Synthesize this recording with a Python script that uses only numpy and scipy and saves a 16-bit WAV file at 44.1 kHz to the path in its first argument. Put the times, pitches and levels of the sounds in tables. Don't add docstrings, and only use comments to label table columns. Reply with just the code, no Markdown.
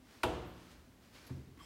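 import sys
import numpy as np
from scipy import signal
from scipy.fft import irfft
from scipy.io import wavfile
from scipy.ndimage import uniform_filter1d

SR = 44100
rng = np.random.default_rng(int(sys.argv[2]) if len(sys.argv) > 2 else 0)


def int16_out(signal):
    q = np.round(np.clip(np.atleast_2d(signal).T, -1, 1) * 32767)
    wavfile.write(sys.argv[1], SR, q.astype(np.int16))


N = 72765
TIME_S = np.arange(N) / SR
FREQ_HZ = np.fft.rfftfreq(N, 1 / SR)


def amp(db):
    return 10 ** (np.asarray(db) / 20)


def unit_rms(x):
    return x / np.sqrt(np.mean(x ** 2) + 1e-20)


def lookup(table, hz, column=1):
    columns = np.transpose(table)
    return np.interp(np.log(hz + 1), np.log(columns[0] + 1), columns[column])


def add(mix, start_s, sound):
    part = mix[round(start_s * SR):][:len(sound)]
    part += sound[:len(part)]


def noise(gain):
    phases = np.exp(2j * np.pi * rng.random(len(FREQ_HZ)))
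    return unit_rms(irfft(gain * phases, N))


def coloured_noise(spectrum):
    return noise(amp(lookup(spectrum, FREQ_HZ)))


def resonant_noise(hz, width_hz):
    return noise(1 / (1 + ((FREQ_HZ - hz) / width_hz) ** 2))


def grain(depth_db):
    swing = unit_rms(uniform_filter1d(rng.standard_normal(N), size=130))
    return unit_rms(amp(depth_db * np.tanh(swing)))


def strike(rise_s, t60_s, delay_s=0):
    age_s = np.maximum(TIME_S - delay_s, 0)
    return np.minimum(age_s / rise_s, 1) * amp(-60 * age_s / t60_s)


def dense_ring(table, rise_s, delay_s_per_octave=0):
    band_count, undelayed_above_hz = 22, 3530
    centres_hz = np.geomspace(30, 16000, band_count)
    band_position = np.interp(np.log(FREQ_HZ + 1), np.log(centres_hz), np.arange(band_count))
    colour = amp(lookup(table, FREQ_HZ))
    colour /= np.linalg.norm(colour)
    out = np.zeros(N)
    for k, hz in enumerate(centres_hz):
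        band = colour * np.sqrt(np.maximum(1 - abs(band_position - k), 0))
        delay_s = delay_s_per_octave * max(np.log2(undelayed_above_hz / hz), 0)
        envelope = strike(rise_s, lookup(table, hz, column=2), delay_s)
        band_rms = np.linalg.norm(band) * np.sqrt(np.mean(envelope ** 2))
        out += band_rms * unit_rms(noise(band) * envelope)
    return out


def modal_ring(modes, rise_s, phase_spread_cycles=1):
    out = np.zeros(N)
    for hz, db, t60_s in modes:
        cycles = hz * TIME_S + phase_spread_cycles * rng.random()
        out += amp(db) * strike(rise_s, t60_s) * np.sin(2 * np.pi * cycles)
    return out


# (frequency [Hz], relative level [dB])
AIR_SPECTRUM = [(20, -25), (35, -1), (55, 4.5), (100, 1.5), (170, -3), (300, -4.5), (500, -10), (1000, -15),
                (2500, -19.5), (6000, -25.5), (12000, -30), (16000, -28.5)]


def room():
    air = amp(-63.5) * coloured_noise(AIR_SPECTRUM)
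    hum = amp(-69.5) * resonant_noise(hz=249.6, width_hz=30)
    return air + hum


# (peak time [s], level [dB], rise [s], fall [s])
CLOTH_STROKES = [(.135, -62.5, 0.054, 0.19), (.62, -65.5, 0.068, 0.045), (.715, -64, 0.063, 0.051),
                 (1.05, -67.5, 0.026, 0.089), (1.16, -59.5, 0.024, 0.076), (1.275, -63.5, 0.038, 0.053)]
# (frequency [Hz], relative level [dB])
CLOTH_SPECTRUM = [(100, -32.5), (300, 3), (700, -1.5), (1800, -0.5), (3000, -4.5), (5000, -5.5),
                  (8000, -13), (16000, -20.5)]


def clothes():
    power = np.zeros(N)
    for peak_s, db, rise_s, fall_s in CLOTH_STROKES:
        swell = np.exp(-((TIME_S - peak_s) / rise_s) ** 2)
        fade = np.exp(-abs(TIME_S - peak_s) / fall_s)
        power += amp(db) ** 2 * np.where(TIME_S < peak_s, swell, fade)
    return np.sqrt(power) * grain(depth_db=1) * coloured_noise(CLOTH_SPECTRUM)


# (frequency [Hz], relative level [dB], t60 [s])
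CRACK_BANDS = [(100, -26, 0.098), (400, -7, 0.067), (855, 5, 0.047), (1360, 1.5, .045),
               (1770, -13.5, 0.067), (3140, -11, 0.16), (5270, -26, 0.087), (11200, -28, 0.09),
               (16000, -38, 0.067)]
# (frequency [Hz], relative level [dB], t60 [s])
TAIL_BANDS = [(30, -12, 0.72), (55, -2.5, 1.22), (113, -1.5, 1.46), (214, -8, 1.17), (348, -3.5, 0.77),
              (520, -1.5, 0.67), (660, -3, 0.82), (850, -5.5, 0.94), (1500, -13, 0.96), (1830, -18, 0.89),
              (2400, -19.5, 0.96), (2940, -15.5, 0.99), (3720, -21.5, 0.89), (5370, -28.5, 0.79),
              (8700, -30.5, 0.51), (16000, -41.5, 0.34)]
# (frequency [Hz], relative level [dB], t60 [s])
DOOR_MODES = [(53.4, -6, 1.2), (71.6, -9.5, 1.47), (97.5, -14, 0.9), (112.3, -13, 0.82),
              (175.7, -9.5, 1.69), (247, -6, 0.93), (312.3, -5, 1.04), (349.5, -2, 0.78),
              (365.5, -2.5, 0.82), (402.5, -6.5, 0.48), (456, -4, 0.73), (486.4, 0.5, 0.59),
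              (512, -0.5, 0.51), (640, 0, 0.33), (664, 0, 0.32), (744.5, -6, 0.79), (852, 2.5, 0.23),
              (963.5, 0, 0.29), (2670, -6.5, 0.26), (3247, -17, 0.37)]
# (time after knock [s], relative level [dB])
TOOL_CONTACTS = [(.0004, 2), (.0038, 1), (.0092, -14)]
# (frequency [Hz], relative level [dB])
TICK_SPECTRUM = [(300, -30), (1800, 6.5), (3200, 2.5), (4400, 2.5), (5500, -13), (9500, -8), (12000, -16),
                 (16000, -20)]


def knock(start_s=0.2328):
    crack = amp(-24.5) * dense_ring(CRACK_BANDS, rise_s=0.0011, delay_s_per_octave=0.0014)
    tail = amp(-36.5) * dense_ring(TAIL_BANDS, rise_s=0.02)
    modes = amp(-39) * modal_ring(DOOR_MODES, rise_s=0.0068)
    blow = crack + tail + modes
    for contact_s, db in TOOL_CONTACTS:
        tick = strike(rise_s=0.00012, t60_s=0.013) * coloured_noise(TICK_SPECTRUM)
        add(blow, contact_s, amp(db - 30.5) * tick)
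    out = np.zeros(N)
    add(out, start_s, blow)
    return out


# (time [s], level [dB], centre [Hz], width [octaves], rise [s], t60 [s])
LIGHT_TOUCHES = [(.455, -70, 12800, .25, .015, .4), (.71, -62, 3000, 1.1, .004, 0.16),
                 (1.135, -57.5, 2560, 0.75, 0.036, .4), (1.265, -61.5, 11700, 0.16, .002, 0.11),
                 (1.267, -60, 4500, 0.32, 0.0018, 0.11), (1.2945, -53.5, 840, 0.74, 0.0027, 0.099)]


def touches():
    out = np.zeros(N)
    for start_s, db, centre_hz, width_octaves, rise_s, t60_s in LIGHT_TOUCHES:
        offset_octaves = np.log2((FREQ_HZ + 1) / centre_hz)
        band = np.exp(-0.5 * (offset_octaves / width_octaves) ** 2)
        add(out, start_s, amp(db) * strike(rise_s, t60_s) * noise(band))
    return out


# (time [s], relative level [dB], rise [s])
BUMPS = [(1.3038, 2.5, 0.0015), (1.334, -9.5, 0.0028), (1.3634, -2, 0.0028), (1.469, -6.5, .014)]
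# (frequency [Hz], relative level [dB], t60 [s])
THUD_BANDS = [(30, -45, 0.23), (73, 3, 0.81), (141, 0, 0.16), (263, -11, 0.66), (360, -6.5, 0.44),
              (555, -20.5, 0.37), (1400, -34, .2), (4000, -55, 0.087)]
# (frequency [Hz], relative level [dB], t60 [s])
SILL_MODES = [(131, 0, .22), (261, -4, .15)]


def thumps():
    out = np.zeros(N)
    for start_s, db, rise_s in BUMPS:
        thud = amp(-48) * dense_ring(THUD_BANDS, rise_s)
        sill = amp(-40) * modal_ring(SILL_MODES, rise_s, phase_spread_cycles=0)
        add(out, start_s, amp(db) * (thud + sill))
    return out


# (time [s], level [dB])
SCRAPE_ENVELOPE = [(1.54, -85), (1.576, -65), (1.61, -62.5), (1.65, -62.5)]
# (frequency [Hz], width [Hz], relative level [dB], peak time [s], swell [s])
TRACK_RESONANCES = [(1120, 44, 2.5, 1.609, 0.013), (2200, 310, -6, 1.63, 0.058),
                    (3190, 130, -2.5, 1.63, 0.047), (5120, 270, -1.5, 1.645, .027),
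                    (7440, 300, -9, 1.64, 0.026), (8150, 300, -8, 1.645, 0.034),
                    (10950, 270, -13, 1.64, 0.028)]
# (frequency [Hz], relative level [dB])
HISS_SPECTRUM = [(60, -1), (260, 6), (550, -15), (1100, -5), (2500, -16), (4300, -17.5), (8000, -26),
                 (16000, -29)]


def scrape():
    times_s, levels_db = np.transpose(SCRAPE_ENVELOPE)
    envelope = amp(np.interp(TIME_S, times_s, levels_db)) * (TIME_S > times_s[0])
    singing = np.zeros(N)
    for hz, width_hz, db, peak_s, swell_s in TRACK_RESONANCES:
        swell = np.exp(-((TIME_S - peak_s) / swell_s) ** 2)
        singing += amp(db) * swell * resonant_noise(hz, width_hz)
    friction = envelope * grain(depth_db=3.5)
    hiss = amp(4) * coloured_noise(HISS_SPECTRUM)
    return friction * (singing + hiss)


def scene():
    return (room() + clothes() + knock() + touches() + thumps() + scrape())[None]


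def record(dry):
    low_cut_hz, band_limit_hz = 38, 15950
    highpass = signal.butter(4, low_cut_hz, btype="high", fs=SR, output="sos")
    lowpass = signal.firwin(511, band_limit_hz, window=("kaiser", 9), fs=SR)
    return signal.oaconvolve(signal.sosfilt(highpass, dry), lowpass[None], "same")


dry = scene()
out = record(dry)
int16_out(out)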